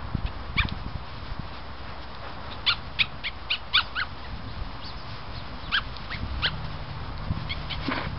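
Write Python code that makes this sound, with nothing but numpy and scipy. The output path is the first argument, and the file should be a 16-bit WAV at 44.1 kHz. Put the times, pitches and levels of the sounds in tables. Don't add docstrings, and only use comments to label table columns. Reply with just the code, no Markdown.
import sys
import numpy as np
from scipy import signal
from scipy.fft import rfft, irfft, next_fast_len
from scipy.io import wavfile
from scipy.ndimage import uniform_filter1d

SR = 44100
rng = np.random.default_rng(int(sys.argv[2]) if len(sys.argv) > 2 else 0)


def dump_mix(stems):
    frames = np.atleast_2d(stems).T
    limited = np.clip(frames, -1, 1)
    pcm = np.round(limited * 32767).astype(np.int16)
    wavfile.write(sys.argv[1], SR, pcm)


N = 360870
TIME = np.arange(N) / SR


def amp(db):
    return 10 ** (np.asarray(db) / 20)


def unit(x):
    return x / np.sqrt(np.mean(x ** 2) + 1e-20)


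def curves(rows):
    s, *columns = np.transpose(rows)
    return [np.interp(TIME, s, c) for c in columns]


def add(mix, s, sound):
    part = mix[max(round(s * SR), 0):][:len(sound)]
    part += sound[:len(part)]


def band(x, lo_hz, hi_hz, order=2):
    return signal.sosfilt(signal.butter(order, [lo_hz, hi_hz], "band", fs=SR, output="sos"), x)


def lowpass(x, hz):
    taps = signal.firwin(511, hz, window=("kaiser", 8), fs=SR)
    return signal.oaconvolve(x, taps[None], "same", axes=1)


def noise(colour):
    hz, db = np.transpose(colour)
    f = np.fft.rfftfreq(N, 1 / SR)
    eq = amp(np.interp(np.log(f + 1), np.log(hz + 1), db))
    return unit(irfft(rfft(rng.standard_normal(N)) * eq, N))


def wander(size, rate_hz):
    pad = next_fast_len(size + SR // 4)
    f = np.fft.rfftfreq(pad, 1 / SR)
    return unit(irfft(rfft(rng.standard_normal(pad)) * np.exp(-(f / rate_hz) ** 2), pad))[:size]


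def arch(start, rise_s, fall_s, attack_s, release_s, trail=1.15):
    end = start + rise_s + fall_s
    t = np.arange(start - attack_s, end + release_s, 1 / SR)
    up = np.clip((t - start) / rise_s, 0, 1)
    down = np.clip((t - start - rise_s) / fall_s, 0, trail)
    gate = np.clip(1 + np.minimum((t - start) / attack_s, (end - t) / release_s), 0, 1)
    return t, up, down, gate


def paddock(x, scatter_db, t60):
    t = np.arange(SR // 2) / SR
    taps = rng.standard_normal(len(t)) * (rng.random(len(t)) < 1500 / SR)
    taps *= amp(-60 * t / t60) * (t > .004)
    return x + amp(scatter_db) * signal.fftconvolve(x, taps / np.linalg.norm(taps))[:N]


def wind(lumps_db=2.0):
    # time in seconds, level in dB.
    gusts = [(0.0, -41.5), (0.5, -41.5), (0.77, -37.5), (0.98, -41.5), (2.09, -44), (2.85, -41),
             (3.51, -45), (4.26, -43), (4.55, -36.5), (5.01, -41.5), (5.88, -39.5), (6.4, -37),
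             (6.86, -39.5), (7.34, -36.5), (7.84, -39.5), (8.18, -37)]
    # frequency in Hz, relative gain in dB.
    rumble_eq = [(12, -9.5), (25, -7), (45, 3.5), (62, -4), (82, -1), (110, 0.5), (150, -7.5), (200, -9.5),
                 (265, -13), (330, -25), (450, -28), (700, -54)]
    db, = curves(gusts)
    return noise(rumble_eq) * amp(db + lumps_db * wander(N, rate_hz=14))


def engine(trim_db=-1, waver=0.00506, idle_hz=64.2, second_idle_db=-58.5, second_db_per_hz=1.43):
    # time in seconds, firing rate in Hz, first harmonic in dB before the trim.
    revs = [(0, 66, -43), (2.8, 64.5, -48), (6.2, 63.5, -45.5), (6.33, 64.4, -30.5), (6.47, 77.86, -43),
            (6.85, 73.04, -48), (7.15, 74.36, -38.5), (7.36, 77.1, -46), (7.7, 75, -41), (8.18, 75.2, -46)]
    hz, first_db = curves(revs)
    second_db = second_idle_db + second_db_per_hz * (hz - idle_hz)
    phase = 2 * np.pi * np.cumsum(hz * (1 + waver * wander(N, rate_hz=3.7))) / SR
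    hum = amp(first_db) * np.sin(phase) + amp(second_db) * np.sin(2 * phase)
    return np.sqrt(2) * hum * amp(trim_db + 0.95 * wander(N, rate_hz=4))


def air(split_hz=2000, trim_db=-1.0, flutter_db=1.3):
    # time in seconds, murmur and rustle in dB before the trim.
    faders = [(0.0, -41.5, -51.5), (0.93, -43, -49), (2.05, -42, -51), (2.48, -40, -48.5),
              (2.98, -44, -50.5), (6.11, -42, -47), (7.24, -41.5, -49.5), (7.84, -41, -44),
              (8.18, -42.5, -48.5)]
    # frequency in Hz, relative gain in dB.
    air_eq = [(150, -21), (260, -6), (400, -11.5), (530, -7), (800, -6), (1080, -3.5), (1350, -7.5),
              (1700, -12), (2500, -16), (3400, -16), (4600, -18.5), (5250, -18), (5900, -37), (7500, -72.5)]
    murmur_db, rustle_db = curves(faders)
    wash = noise(air_eq)
    murmur = signal.sosfiltfilt(signal.butter(4, split_hz, fs=SR, output="sos"), wash)
    swell = amp(murmur_db + trim_db + .5 * wander(N, rate_hz=9.7))
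    flutter = amp(rustle_db + trim_db + flutter_db * wander(N, rate_hz=18))
    return unit(murmur) * swell + unit(wash - murmur) * flutter


def hiss(low_db=-64, high_db=-67):
    low = unit(band(rng.standard_normal(N), lo_hz=640, hi_hz=1480, order=8))
    high = unit(band(rng.standard_normal(N), lo_hz=3700, hi_hz=4900, order=8))
    return amp(low_db) * low + amp(high_db) * high


def wind_bumps():
    # centre in seconds, peak in dB, swing rate in Hz.
    eddies = [(.152, -15.5, 140), (0.188, -25.5, 130), (0.252, -18.5, 65.4), (.567, -19, 145),
              (0.604, -17, 76.5), (0.653, -20, 150), (0.725, -20.5, 130), (.865, -24, 151),
              (0.957, -23.5, 101), (1.183, -34, 150), (1.32, -27, 55), (1.397, -21, 131), (4.62, -24, 60),
              (6.15, -27, 110), (6.235, -25.5, 140), (7.308, -16.5, 99), (7.319, -19.5, 137),
              (7.376, -23.5, 150), (8.072, -25, 130)]
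    track = np.zeros(N)
    t = np.arange(-SR // 30, SR // 30) / SR
    for centre, db, hz in eddies:
        swing = 2 * np.pi * hz * t
        pulse = swing / (1 + (swing / 2.42) ** 2) ** 3
        add(track, centre + t[0], amp(db) * pulse / pulse.max())
    return track


def throat(multiples, hz, phase, throat_hz, width_hz=880,
           mouth_hz=4300, mouth_width_hz=450, mouth_db=-16.5, top_hz=4750):
    partial_hz = multiples * hz
    gain = 1 / (1 + ((partial_hz - throat_hz) / width_hz) ** 2)
    gain += amp(mouth_db) / (1 + ((partial_hz - mouth_hz) / mouth_width_hz) ** 2)
    gain /= 1 + (partial_hz / top_hz) ** 20
    return np.sqrt(2) * (gain * np.sin(multiples * phase)).sum(0) / np.linalg.norm(gain, axis=0)


def yip(start, rise_s, fall_s, first_hz, crest_hz, last_hz, leap, held_s,
        fundamental_db, rising_db, falling_db, throat_hz, hoarse, swell_db,
        leap_s=.0025, push_at=.71, low_throat_hz=1405, low_throat_width_hz=520,
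        jitter=.011, fall_jitter=.035, hoarse_jitter=.031, shimmer_db=2.5,
        onset_rasp=1.33, onset_s=.009, fall_rasp=.08, leak=.68, doubling=.2,
        crack_rasp=.19, crack_dip_db=-5, crack_rate=30):
    t, up, down, gate = arch(start, rise_s, fall_s, attack_s=.0022, release_s=.012)
    past_crest = .5 + .5 * np.tanh((t - start - rise_s) / leap_s)
    still_held = .5 - .5 * np.tanh((t - start - rise_s - held_s) / leap_s)
    high_register = (held_s > 0) * past_crest * still_held
    hz = crest_hz + (first_hz - crest_hz) * (1 - up) ** 1.17 + (last_hz - crest_hz) * down ** 1.9
    hz *= leap ** high_register
    fundamental = amp(fundamental_db - 15 * (1 - up) ** 1.44 + 2.5 * high_register - 9.5 * down ** 2)
    fundamental /= 1 + ((hz - low_throat_hz) / low_throat_width_hz) ** 2
    push_db = rising_db - swell_db * (up / push_at - 1) ** 2
    fade_db = falling_db - 15.5 * down ** 2
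    overtones = amp((1 - past_crest) * push_db + past_crest * fade_db)
    glide = uniform_filter1d(abs(np.gradient(np.log(hz))) * SR, size=130)
    crack = crack_rasp * (1 - 1 / (1 + (glide / crack_rate) ** 6))
    harsh = onset_rasp * np.exp(-((t - t[0]) / onset_s) ** 2) + fall_rasp * down
    unsteady = jitter + fall_jitter * down + hoarse_jitter * (hoarse + crack)
    phase = 2 * np.pi * np.cumsum(hz * (1 + unsteady * wander(len(t), rate_hz=220))) / SR
    harmonics = np.arange(2, 9)[:, None]
    breath = band(rng.standard_normal(len(t)), lo_hz=2386, hi_hz=4340, order=3)
    puffs = unit(breath * (1 + 0.81 * np.cos(phase)))
    rasp = puffs + doubling * throat(harmonics - .5, hz, phase, throat_hz) * wander(len(t), rate_hz=130)
    clear = throat(harmonics, hz, phase, throat_hz)
    voice = fundamental * (np.sqrt(2) * np.sin(phase) + .5 * hoarse * rasp)
    voice += overtones * ((1 - crack) * clear + (leak * hoarse + harsh + crack) * rasp)
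    voice *= amp(crack_dip_db * crack / crack_rasp)
    shimmer = amp(shimmer_db * np.tanh(wander(len(t), rate_hz=130)))
    return t[0], voice * gate * shimmer


def dog():
    # start, rise and fall in seconds; first, crest and last pitch in Hz before any leap;
    # leap ratio, its hold in seconds (0 for no leap); fundamental, rising and falling overtones in
    # relative dB; throat resonance in Hz, hoarseness from 0 to 1, swell of the overtones in dB.
    yips = [(0.259, 0.025, 0.011, 753, 932, 937, 1.17, 0.0, -39, -38, -49, 2880, 0.33, 10),
            (0.566, 0.038, 0.051, 849, 1297, 643, 1.44, 0.023, -26, -19.5, -31, 2380, 0.15, 32),
            (2.507, 0.026, 0.02, 1133, 1272, 1024, 0.84, 0.0, -45, -38, -41, 3656, 0.6, 19),
            (2.665, 0.035, 0.048, 900, 1197, 703, 1.21, 0.035, -28.5, -16.5, -23.5, 3300, 0.29, 21.5),
            (2.99, 0.036, 0.043, 855, 1343, 617, 1.47, 0.008, -36.5, -17, -38, 2810, 0.3, 16),
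            (3.238, 0.036, 0.02, 740, 1172, 900, 1, 0.0, -46, -27.5, -27.5, 2554, 0.22, 14.5),
            (3.494, 0.034, 0.041, 891, 1523, 706, 1.0, 0.0, -38, -21.5, -24.5, 2907, 0.24, 30),
            (3.733, 0.041, 0.049, 970, 1250, 586, 1.2, 0.028, -23, -15, -21, 3260, 0.17, 26),
            (3.953, 0.046, 0.043, 1183, 1606, 895, 1.32, 0.011, -23.5, -32.5, -32.5, 2823, 0.1, 12.5),
            (4.219, 0.024, 0.035, 990, 996, 590, 0.96, 0.0, -41, -64, -40, 1578, 0, 19),
            (5.718, 0.044, 0.037, 1060, 1679, 800, 1.04, 0.0, -21, -23, -26.5, 2550, 0.28, 14.5),
            (6.096, 0.042, 0.032, 1030, 2106, 2092, 0.96, 0.0, -26.5, -55, -45, 2920, 1, 19),
            (6.423, 0.042, 0.03, 1093, 1708, 966, 1.21, 0.007, -24, -23, -24.5, 3041, 0.23, 20.5),
            (7.497, 0.031, 0.0089, 1032, 1118, 1200, 1.1, 0.0, -44, -29.5, -29.5, 2720, 0.13, 9),
            (7.7, 0.023, 0.03, 676.5, 799, 870, 1.3, 0.04, -42, -30.5, -30.5, 2940, 0.44, 14)]
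    track = np.zeros(N)
    for row in yips:
        add(track, *yip(*row))
    return track


def dry_ticks(snap_t60=0.002, ring_t60=0.045, ring_db=-21):
    # start in seconds, peak in dB.
    ticks = [(.688, -15), (2.149, -28.5), (5.967, -20), (7.179, -28.5)]
    track = np.zeros(N)
    t = np.arange(SR // 20) / SR
    decay = amp(-60 * t / snap_t60) + amp(ring_db - 60 * t / ring_t60)
    for start, db in ticks:
        snap = band(rng.standard_normal(len(t)) * decay, lo_hz=2600, hi_hz=5130)
        add(track, start, amp(db) * snap / abs(snap).max())
    return track


def dirt_scuffs(spread=2.07):
    # centre in seconds, level in dB, half-length in seconds, band centre in Hz.
    scuffs = [(1.563, -45, 0.099, 2400), (1.895, -44, 0.11, 900), (1.91, -53, .1, 2800),
              (2.031, -45, 0.062, 3600), (2.261, -40.5, 0.11, 800), (2.255, -61, 0.15, 2870),
              (5.133, -43.5, 0.18, 4000), (6.46, -32.5, 0.012, 630), (6.654, -43, 0.043, 2700),
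              (7.245, -48, 0.042, 2697), (7.419, -45.5, 0.075, 4400), (7.87, -34.5, 0.044, 4200)]
    track = np.zeros(N)
    for centre, db, half_s, hz in scuffs:
        size = int(2 * half_s * SR)
        grit = unit(band(rng.standard_normal(size), hz / spread, hz * spread))
        add(track, centre - half_s, amp(db) * grit * np.hanning(size) ** 2)
    return track


def bird(fall_curve=1.6, ends_db=-7, second_ratio=1.13, second_db=-7, quaver=0.02):
    # start, rise and fall in seconds; first, crest and last pitch in Hz; relative level in dB.
    chirps = [(3.805, 0.017, 0.058, 4900, 5100, 4070, -47), (4.48, 0.038, .02, 3500, 4280, 4000, -51),
              (4.822, 0.04, 0.046, 2800, 4700, 3670, -40), (4.968, 0.011, 0.051, 5200, 5220, 4300, -48),
              (5.348, 0.02, 0.042, 3500, 4380, 3330, -44), (5.637, 0.007, 0.05, 3900, 3900, 2780, -45),
              (7.928, 0.026, .047, 4000, 4630, 3900, -44)]
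    track = np.zeros(N)
    for start, rise_s, fall_s, first_hz, crest_hz, last_hz, db in chirps:
        t, up, down, gate = arch(start, rise_s, fall_s, attack_s=.012, release_s=.014)
        hz = first_hz + (crest_hz - first_hz) * np.sin(np.pi / 2 * up) ** 2
        hz += (last_hz - crest_hz) * down ** fall_curve
        level = gate * amp(db + ends_db * np.linspace(-1, 1, len(t)) ** 2)
        phase = 2 * np.pi * np.cumsum(hz * (1 + quaver * wander(len(t), rate_hz=120))) / SR
        add(track, t[0], level * (np.sin(phase) + amp(second_db) * np.sin(second_ratio * phase)))
    return track


def huff(grunt_hz=268, waver=.05, flap_db=2.0):
    # time in seconds, grunt in dB, rush in dB.
    envelope = [(7.76, -68, -46), (7.875, -59, -37.5), (7.886, -24, -45), (7.905, -33, -34.5),
                (7.924, -39, -25), (7.94, -51, -33.5), (7.98, -43, -32), (8.04, -65, -35.5),
                (8.09, -67, -30)]
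    # frequency in Hz, relative gain in dB.
    rush_eq = [(150, -20.5), (290, 0), (420, -9), (560, -1), (740, -10), (1030, 1), (1260, -7),
               (1480, -2.5), (1950, -8.5), (2250, -2.5), (2600, -15), (3300, -12.5), (4800, -23),
               (5800, -47)]
    grunt_db, rush_db = curves(envelope)
    gate = np.interp(TIME, [envelope[i][0] for i in (0, 1, -2, -1)], [0, 1, 1, 0])
    hz = grunt_hz * (1 + waver * wander(N, rate_hz=180))
    grunt = np.sqrt(2) * np.sin(2 * np.pi * np.cumsum(hz) / SR)
    flap = amp(flap_db * wander(N, rate_hz=210))
    return gate * flap * (amp(grunt_db) * grunt + amp(rush_db) * noise(rush_eq))


def scene():
    yips = amp(-0.6) * paddock(dog(), scatter_db=-17, t60=0.26)
    chirps = amp(1.0) * paddock(bird(), scatter_db=-9.0, t60=0.42)
    ground = dry_ticks() + dirt_scuffs()
    centre = yips + huff() + chirps + ground + wind_bumps() + wind() + engine() + air()
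    side = hiss()
    return np.array([centre + side, centre - side])


def record(dry, edge_hz=5420, converter_hz=11025, skirt_hz=6050, skirt_db=-21, mirror_db=-57,
           top_hz=12100, offset=-.0113):
    narrow = lowpass(dry, edge_hz)
    mirror = 2 * narrow * np.cos(2 * np.pi * converter_hz * TIME)
    skirt = amp(skirt_db) * lowpass(mirror, skirt_hz)
    return lowpass(narrow + skirt + amp(mirror_db) * mirror, top_hz) + offset


dry = scene()
out = record(dry)
dump_mix(out)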